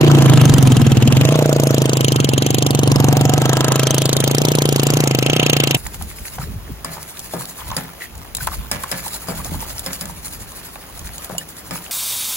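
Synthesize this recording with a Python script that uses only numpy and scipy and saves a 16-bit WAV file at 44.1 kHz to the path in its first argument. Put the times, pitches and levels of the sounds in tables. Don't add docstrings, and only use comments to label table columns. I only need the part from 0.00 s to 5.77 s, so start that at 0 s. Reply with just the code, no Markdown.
import sys
import numpy as np
from scipy import signal
from scipy.fft import rfft, irfft, next_fast_len
from scipy.io import wavfile
from scipy.ndimage import uniform_filter1d, map_coordinates

SR = 44100
rng = np.random.default_rng(int(sys.argv[2]) if len(sys.argv) > 2 else 0)


def voltage_ratio(decibels):
    exponent = np.asarray(decibels, float) / 20
    return 10 ** exponent


def master(y):
    cut = np.clip(np.atleast_2d(y).T, -1, 1)
    pcm = np.round(cut * 32767)
    wavfile.write(sys.argv[1], SR, pcm.astype(np.int16))


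N = 254456
TIME = np.arange(N) / SR
ECHO_S = 0.00621

# (time [s], silencer body in view [dB],
# left ear later than right [ms], air box in view [dB], blow level [dB])
PHONE = [(0.0, -6, -0.17, -14, -2.5), (0.15, -4, -0.14, -8.5, -0.5), (0.5, -2, 0.027, -13.5, -2.5),
         (0.87, -4, -0.034, -12, -1.5), (1.2, -4.5, -0.086, -14.5, -3), (1.42, -13, -0.145, -31, 0.5),
         (1.8, -12, -0.15, -22, 0), (2.0, -13.5, -0.3, -26, -2), (2.2, -10, -0.31, -23, -1.5),
         (2.6, -13, -0.29, -24, -2.4), (3.05, -6, -0.15, -22.5, 0), (3.42, -10, -0.14, -27, -2.5),
         (3.6, -11.5, -0.128, -23.5, -3.5), (4.2, -14, 0.11, -38, -4.5), (4.5, -15, 0.23, -39, -1),
         (5.0, -12.5, 0.15, -39, -2), (5.4, -17, 0.13, -40, -1), (5.77, -15, 0.16, -30, -4.5)]


def evened(x):
    return x / np.sqrt(np.mean(x ** 2) + 1e-20)


def column(table, index, t=TIME):
    rows = np.array(table)
    return np.interp(t, rows[:, 0], rows[:, index])


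def coloured(x, points):
    hz, db = np.transpose(points)
    size = next_fast_len(N)
    bins = np.fft.rfftfreq(size, 1 / SR)
    gain = voltage_ratio(np.interp(np.log(bins + 1), np.log(hz), db))
    return irfft(rfft(x, size) * gain, size)[..., :N]


def resonated(x, modes):
    total = 0
    for hz, width, db in modes:
        total = total + voltage_ratio(db) * signal.lfilter(*signal.iirpeak(hz, hz / width, SR), x)
    return total


def gliding(x, hz, width):
    turn = np.exp(2j * np.pi * np.cumsum(hz) / SR)
    r = np.exp(-np.pi * width / SR)
    return 2 * (turn * signal.lfilter([1 - r], [1, -r], x / turn)).real


def pair(same):
    common, left, right = rng.standard_normal((3, N))
    same = np.clip(same, 0, 1)
    return np.sqrt(same) * common + np.sqrt(1 - same) * np.array([left, right])


def patchy(x, patchy_db):
    z = signal.stft(x, nperseg=256)[2]
    spots = rng.standard_normal(z.shape[1:])
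    spots = evened(uniform_filter1d(uniform_filter1d(spots, size=5, axis=0), size=7, axis=1))
    return signal.istft(z * voltage_ratio(patchy_db * spots), nperseg=256)[1][:, :N]


def burst(since, rise, fall):
    return np.exp(-np.maximum(since, 0) / fall) * np.exp(-(np.minimum(since, 0) / rise) ** 2)


def firings():
    # (firing number, gap to the next firing [ms])
    idle = [(0.0, 33.278), (10.66, 39.562), (23.6, 53.559), (30.96, 33.163), (46.84, 38.152),
            (51.98, 37.162), (57.01, 45.748), (63.4, 38.78), (66.53, 42.096), (82.64, 41.903),
            (83.84, 37.985), (105.78, 36.797), (112.7, 33.298), (122.61, 36.095), (127.15, 33.094),
            (133.0, 39.397), (137.5, 32.172), (150.0, 37.477)]
    first_firing_s = 0.0117
    number, gap_ms = np.transpose(idle)
    fired = np.cumsum(np.interp(np.arange(-10, 156) + .5, number, gap_ms)) / 1000
    return first_firing_s + fired - fired[9]


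def cycle(fired, lead):
    number = np.searchsorted(fired - lead, TIME) - 1
    since = TIME - fired[number]
    return number, since, since / np.diff(fired)[number]


def speeding(fired):
    return 1 / np.gradient(fired) - 27


def in_view():
    return column(PHONE, index=1) + 13


def wind():
    # (frequency [Hz], density [dB per Hz])
    wind_colour = [(15, 17), (30, 36), (40, 39), (52, 0), (100, 4), (220, -14), (600, -18)]
    lumps = evened(uniform_filter1d(uniform_filter1d(rng.standard_normal(N), size=5000), size=5000))
    high_db = 1.4 * (in_view() + 4)
    return voltage_ratio(-40 + high_db + 0.83 * lumps) * evened(coloured(pair(0.092), wind_colour))


def rustle(fired):
    # (frequency [Hz], density [dB per Hz])
    rustle_colour = [(900, 6.5), (1800, -2.5), (3200, -3), (5500, -11.5), (6800, -6), (8100, -14),
                     (15200, -23)]
    _, _, share = cycle(fired, lead=0)
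    valves = 0.19 + 0.51 * np.exp(-((share - .63) / 0.081) ** 2) + .5 * np.exp(-((share - .9) / 0.17) ** 2)
    drops = (rng.random((2, N)) < 400 / SR) * voltage_ratio(3.0 * np.minimum(rng.exponential(1, (2, N)), 4))
    patter = signal.lfilter([1, -1], [1, -.8], drops)
    busy_db = 0.69 * np.interp(TIME, fired, speeding(fired)) + 0.53 * in_view()
    noise = valves * patchy(pair(0.27), patchy_db=3.5) + 0.071 * evened(patter)
    return voltage_ratio(-28 + busy_db) * evened(coloured(noise, rustle_colour))


def intake(fired, luck):
    number, _, share = cycle(fired, lead=0)
    opening = share - .66
    thud = np.cos(2 * np.pi * 11.3 * opening) * burst(opening, rise=0.035, fall=0.53)
    thud = thud * voltage_ratio(4.4 * luck[number, 3])
    hz = uniform_filter1d(9.65 / np.diff(fired)[number], size=2000)
    rumble = resonated(pair(0.14), [(105, 43, 0.0), (218, 39, -2.6)])
    rumble = evened(resonated(rumble, [(157, 120, 0)]))
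    gurgle = evened(gliding(gliding(pair(0.81), hz, width=190), hz, width=190))
    gurgle = gurgle * (0.11 + np.exp(-((share - .8) / 0.37) ** 2))
    return voltage_ratio(column(PHONE, index=3) - 6.5) * evened(evened(thud) + 0.67 * gurgle + .5 * rumble)


def lobes_db(tone):
    # (middle [s], half length [s], swell [dB])
    swells = [
        [(.3, .35, 15.5), (1.4, 0.34, 19.5), (1.78, 0.22, 7.5), (3.3, 0.67, 13.5), (4.0, 0.43, 5.5)],
        [(.3, 0.82, 13.5), (1.1, 0.34, 2), (2.493, .2, 8), (3.25, 0.58, 19), (5.2, 1, 9)],
        [(.25, 0.35, 11.5), (1.3, 0.12, 6.5), (2.0, .1, 6), (3.0, 0.23, 11), (3.6, 0.32, 11.5)],
        [(.35, 0.36, 14.5), (.9, 0.13, 6), (1.3, 0.13, 5), (2.0, 0.22, 9), (3.05, .2, 6), (3.602, 0.4, 16.5),
         (4.6, 0.24, 7), (5.4, 0.34, 8.5)],
        [(1.8, 0.73, 8), (3.7, 0.87, 8.5), (4.7, .3, 7.5)],
        [(.4, .15, 17), (3.0, .2, 26), (3.55, 0.38, 27), (5.4, 0.18, 9)],
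    ]
    floors_db = [-40, -42, -38.5, -41.5, -39, -56]
    bells = sum(db * np.exp(-((TIME - middle) / half) ** 2) for middle, half, db in swells[tone])
    return floors_db[tone] + bells


def overtones(fired):
    # (frequency [Hz], width [Hz], level [dB])
    tone_modes = [
        [(621, 70, 0.5), (465, 150, 1.5)],
        [(732.6, 98, 0)],
        [(1010, 48, 6.5), (1117, 265, 10.5)],
        [(1294, 86, 8), (1595, 95, 0), (1464, 630, 4)],
        [(382, 117, 0)],
        [(884, 100, 0)],
    ]
    _, since, share = cycle(fired, lead=0.0064)
    strikes = evened(np.diff(cycle(fired, lead=0)[0], prepend=0).clip(0, 1))
    gas = 1.5 + 1.9 * burst(since - .001, rise=0.0029, fall=0.03)
    gas = gas + 2.4 * np.exp(-((share - .8) / 0.39) ** 2)
    flow = evened(gas * pair(.9)) + 2.2 * strikes
    drive = signal.lfilter([1, -1], [1, -.93], flow)
    total = 0
    for tone, modes in enumerate(tone_modes):
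        ring = evened(resonated(resonated(drive, modes), modes))
        total = total + voltage_ratio(lobes_db(tone)) * ring
    return voltage_ratio(-1.0) * total


def jet(fired, luck):
    # (frequency [Hz], width [Hz], level [dB])
    whistle_modes = [(2200, 290, -2), (2800, 440, 1), (3150, 260, 3.5), (3690, 790, -1.5),
                     (4000, 650, -2.5)]
    # (frequency [Hz], density [dB per Hz])
    jet_colour = [(1000, -3), (1900, -8.5), (4200, 1), (6600, 1), (7600, -10.5), (8600, -1), (11000, -3),
                  (15200, -5.5)]
    # (frequency [Hz], width [Hz], level [dB])
    shell_modes = [(6330, 130, -2.5), (6850, 180, -2), (7250, 370, -1.5)]
    # (time [s], whistle level [dB], whistle centre [Hz], jet level [dB])
    outlet = [(0.05, -25, 2940, -36.5), (0.22, -26, 3030, -31.5), (0.38, -25.5, 3030, -28),
              (0.65, -26.5, 2950, -29.5), (1.0, -25, 2740, -30.5), (1.2, -19.5, 2700, -30.5),
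              (1.45, -30.5, 2440, -32), (1.75, -32, 2930, -28.5), (2.05, -21.5, 2860, -28),
              (2.62, -25, 3150, -26.5), (3.05, -29.5, 2780, -30), (3.5, -26, 3240, -28.5),
              (3.75, -24.5, 2820, -26), (4.15, -22, 3600, -25.5), (4.6, -26.5, 3150, -27),
              (5.05, -25.5, 2410, -27), (5.3, -16.5, 2760, -32), (5.77, -16, 2700, -23)]
    number, since, _ = cycle(fired, lead=0.0035)
    flow = burst(since - .0012, rise=0.00085, fall=0.0019)
    flow = flow + .11 * burst(since - ECHO_S, rise=.003, fall=.002)
    flow = flow + 0.048 * burst(since, rise=0.0013, fall=0.023)
    late = burst(since - .002, rise=0.0032, fall=0.0018)
    late = late + 0.4 * burst(since - ECHO_S - .002, rise=0.0071, fall=0.0065)
    whistle_luck = voltage_ratio(1.3 * luck[number, 1])
    hiss_luck = voltage_ratio(1.1 * luck[number, 2])
    whistle = resonated(late * whistle_luck * pair(0.49), whistle_modes)
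    whistle = evened(gliding(whistle, column(outlet, index=2), width=690))
    rush = flow * hiss_luck * patchy(pair(0.5), patchy_db=3.0)
    hiss = evened(evened(coloured(rush, jet_colour)) + .4 * evened(resonated(rush, shell_modes)))
    return voltage_ratio(column(outlet, index=1) - 4.0) * whistle + voltage_ratio(column(outlet, index=3) + 4.0) * hiss


def blow(fired, strength):
    number, since, _ = cycle(fired, lead=.004)
    blunt = voltage_ratio(0.25 * (column(PHONE, index=1, t=fired)[number] + 16))

    def push(u):
        suction = burst(u - .0012, rise=0.00063, fall=0.00093)
        return np.exp(-(u / 0.00054) ** 2) - 0.31 * blunt ** 2 * suction

    copies = push(since / blunt) + 0.16 * push((since - ECHO_S) / 1.11)
    return voltage_ratio(column(PHONE, index=4)) * strength[number] * copies


def boom(fired, strength):
    number, since, _ = cycle(fired, lead=.002)
    hz = 141.6 + 1.28 * speeding(fired)
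    lag_s = 0.0074 - 0.00015 * speeding(fired)

    def ring(n, u):
        return strength[n] * voltage_ratio(-540 * u) * np.cos(2 * np.pi * hz[n] * (u - lag_s[n]))

    fresh = np.sin(np.pi / 2 * np.clip((since - .0028) / .0057, 0, 1)) ** 2
    fading = np.cos(np.pi / 2 * np.clip((since + .002) / .005, 0, 1)) ** 2
    tone = evened(fresh * ring(number, since) + fading * ring(number - 1, TIME - fired[number - 1]))
    flutter = evened(resonated(pair(0.15), [(126, 37.6, 0)]))
    return voltage_ratio(column(PHONE, index=1) - 5.5) * (tone + 0.32 * flutter)


def scene():
    fired = firings()
    luck = rng.standard_normal((len(fired), 5))
    motor = rustle(fired) + intake(fired, luck) + overtones(fired) + jet(fired, luck)
    motor = motor + blow(fired, voltage_ratio(0.23 * luck[:, 4])) + boom(fired, voltage_ratio(0.48 * luck[:, 0]))
    half = column(PHONE, index=2) * SR / 2000
    ears = []
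    for ear, side in zip(motor, (-1, 1)):
        ears.append(map_coordinates(ear, [np.arange(N) + side * half], order=3, mode="nearest"))
    return np.array(ears) * voltage_ratio(np.outer([1, -1], 0.033 * half - .2)) + wind()


def gated(x, depth_db):
    z = signal.stft(x, nperseg=256, noverlap=192)[2][:, :128]
    power = (abs(z) ** 2).mean(axis=0).reshape(32, 4, -1).mean(axis=1)
    band_db = 10 * np.log10(uniform_filter1d(power, size=5, axis=1) + 1e-20)
    loud_db = 10 * np.log10(uniform_filter1d(power[4:24].mean(axis=0), size=40) + 1e-20)
    chance = evened(uniform_filter1d(rng.standard_normal(power.shape), size=5, axis=1))
    limit_db = loud_db - depth_db - .72 * np.arange(32)[:, None] + 5.0 * chance
    faint = np.repeat(band_db < limit_db, 4, axis=0) & (np.arange(128)[:, None] > 19)
    lost = np.pad(z * faint, [(0, 0), (0, 1), (0, 0)])
    return x - signal.istft(lost, nperseg=256, noverlap=192)[1][:, :N]


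def band_limit(x):
    return signal.sosfilt(signal.butter(12, 16470, fs=SR, output="sos"), x)


def record(dry):
    opening = np.minimum(TIME / 0.011, 1) ** 2
    bass_cut = signal.butter(2, 75, "high", fs=SR, output="sos")
    cut = signal.sosfilt(bass_cut, dry * opening)
    held = np.tanh(abs(cut) ** 3.0) ** (1 / 3.0) * np.sign(cut)
    held = signal.oaconvolve(held, signal.firwin(127, 15760, fs=SR)[None], "same")
    mix = gated(held, depth_db=8)
    return band_limit(mix)


dry = scene()
out = record(dry)
master(out)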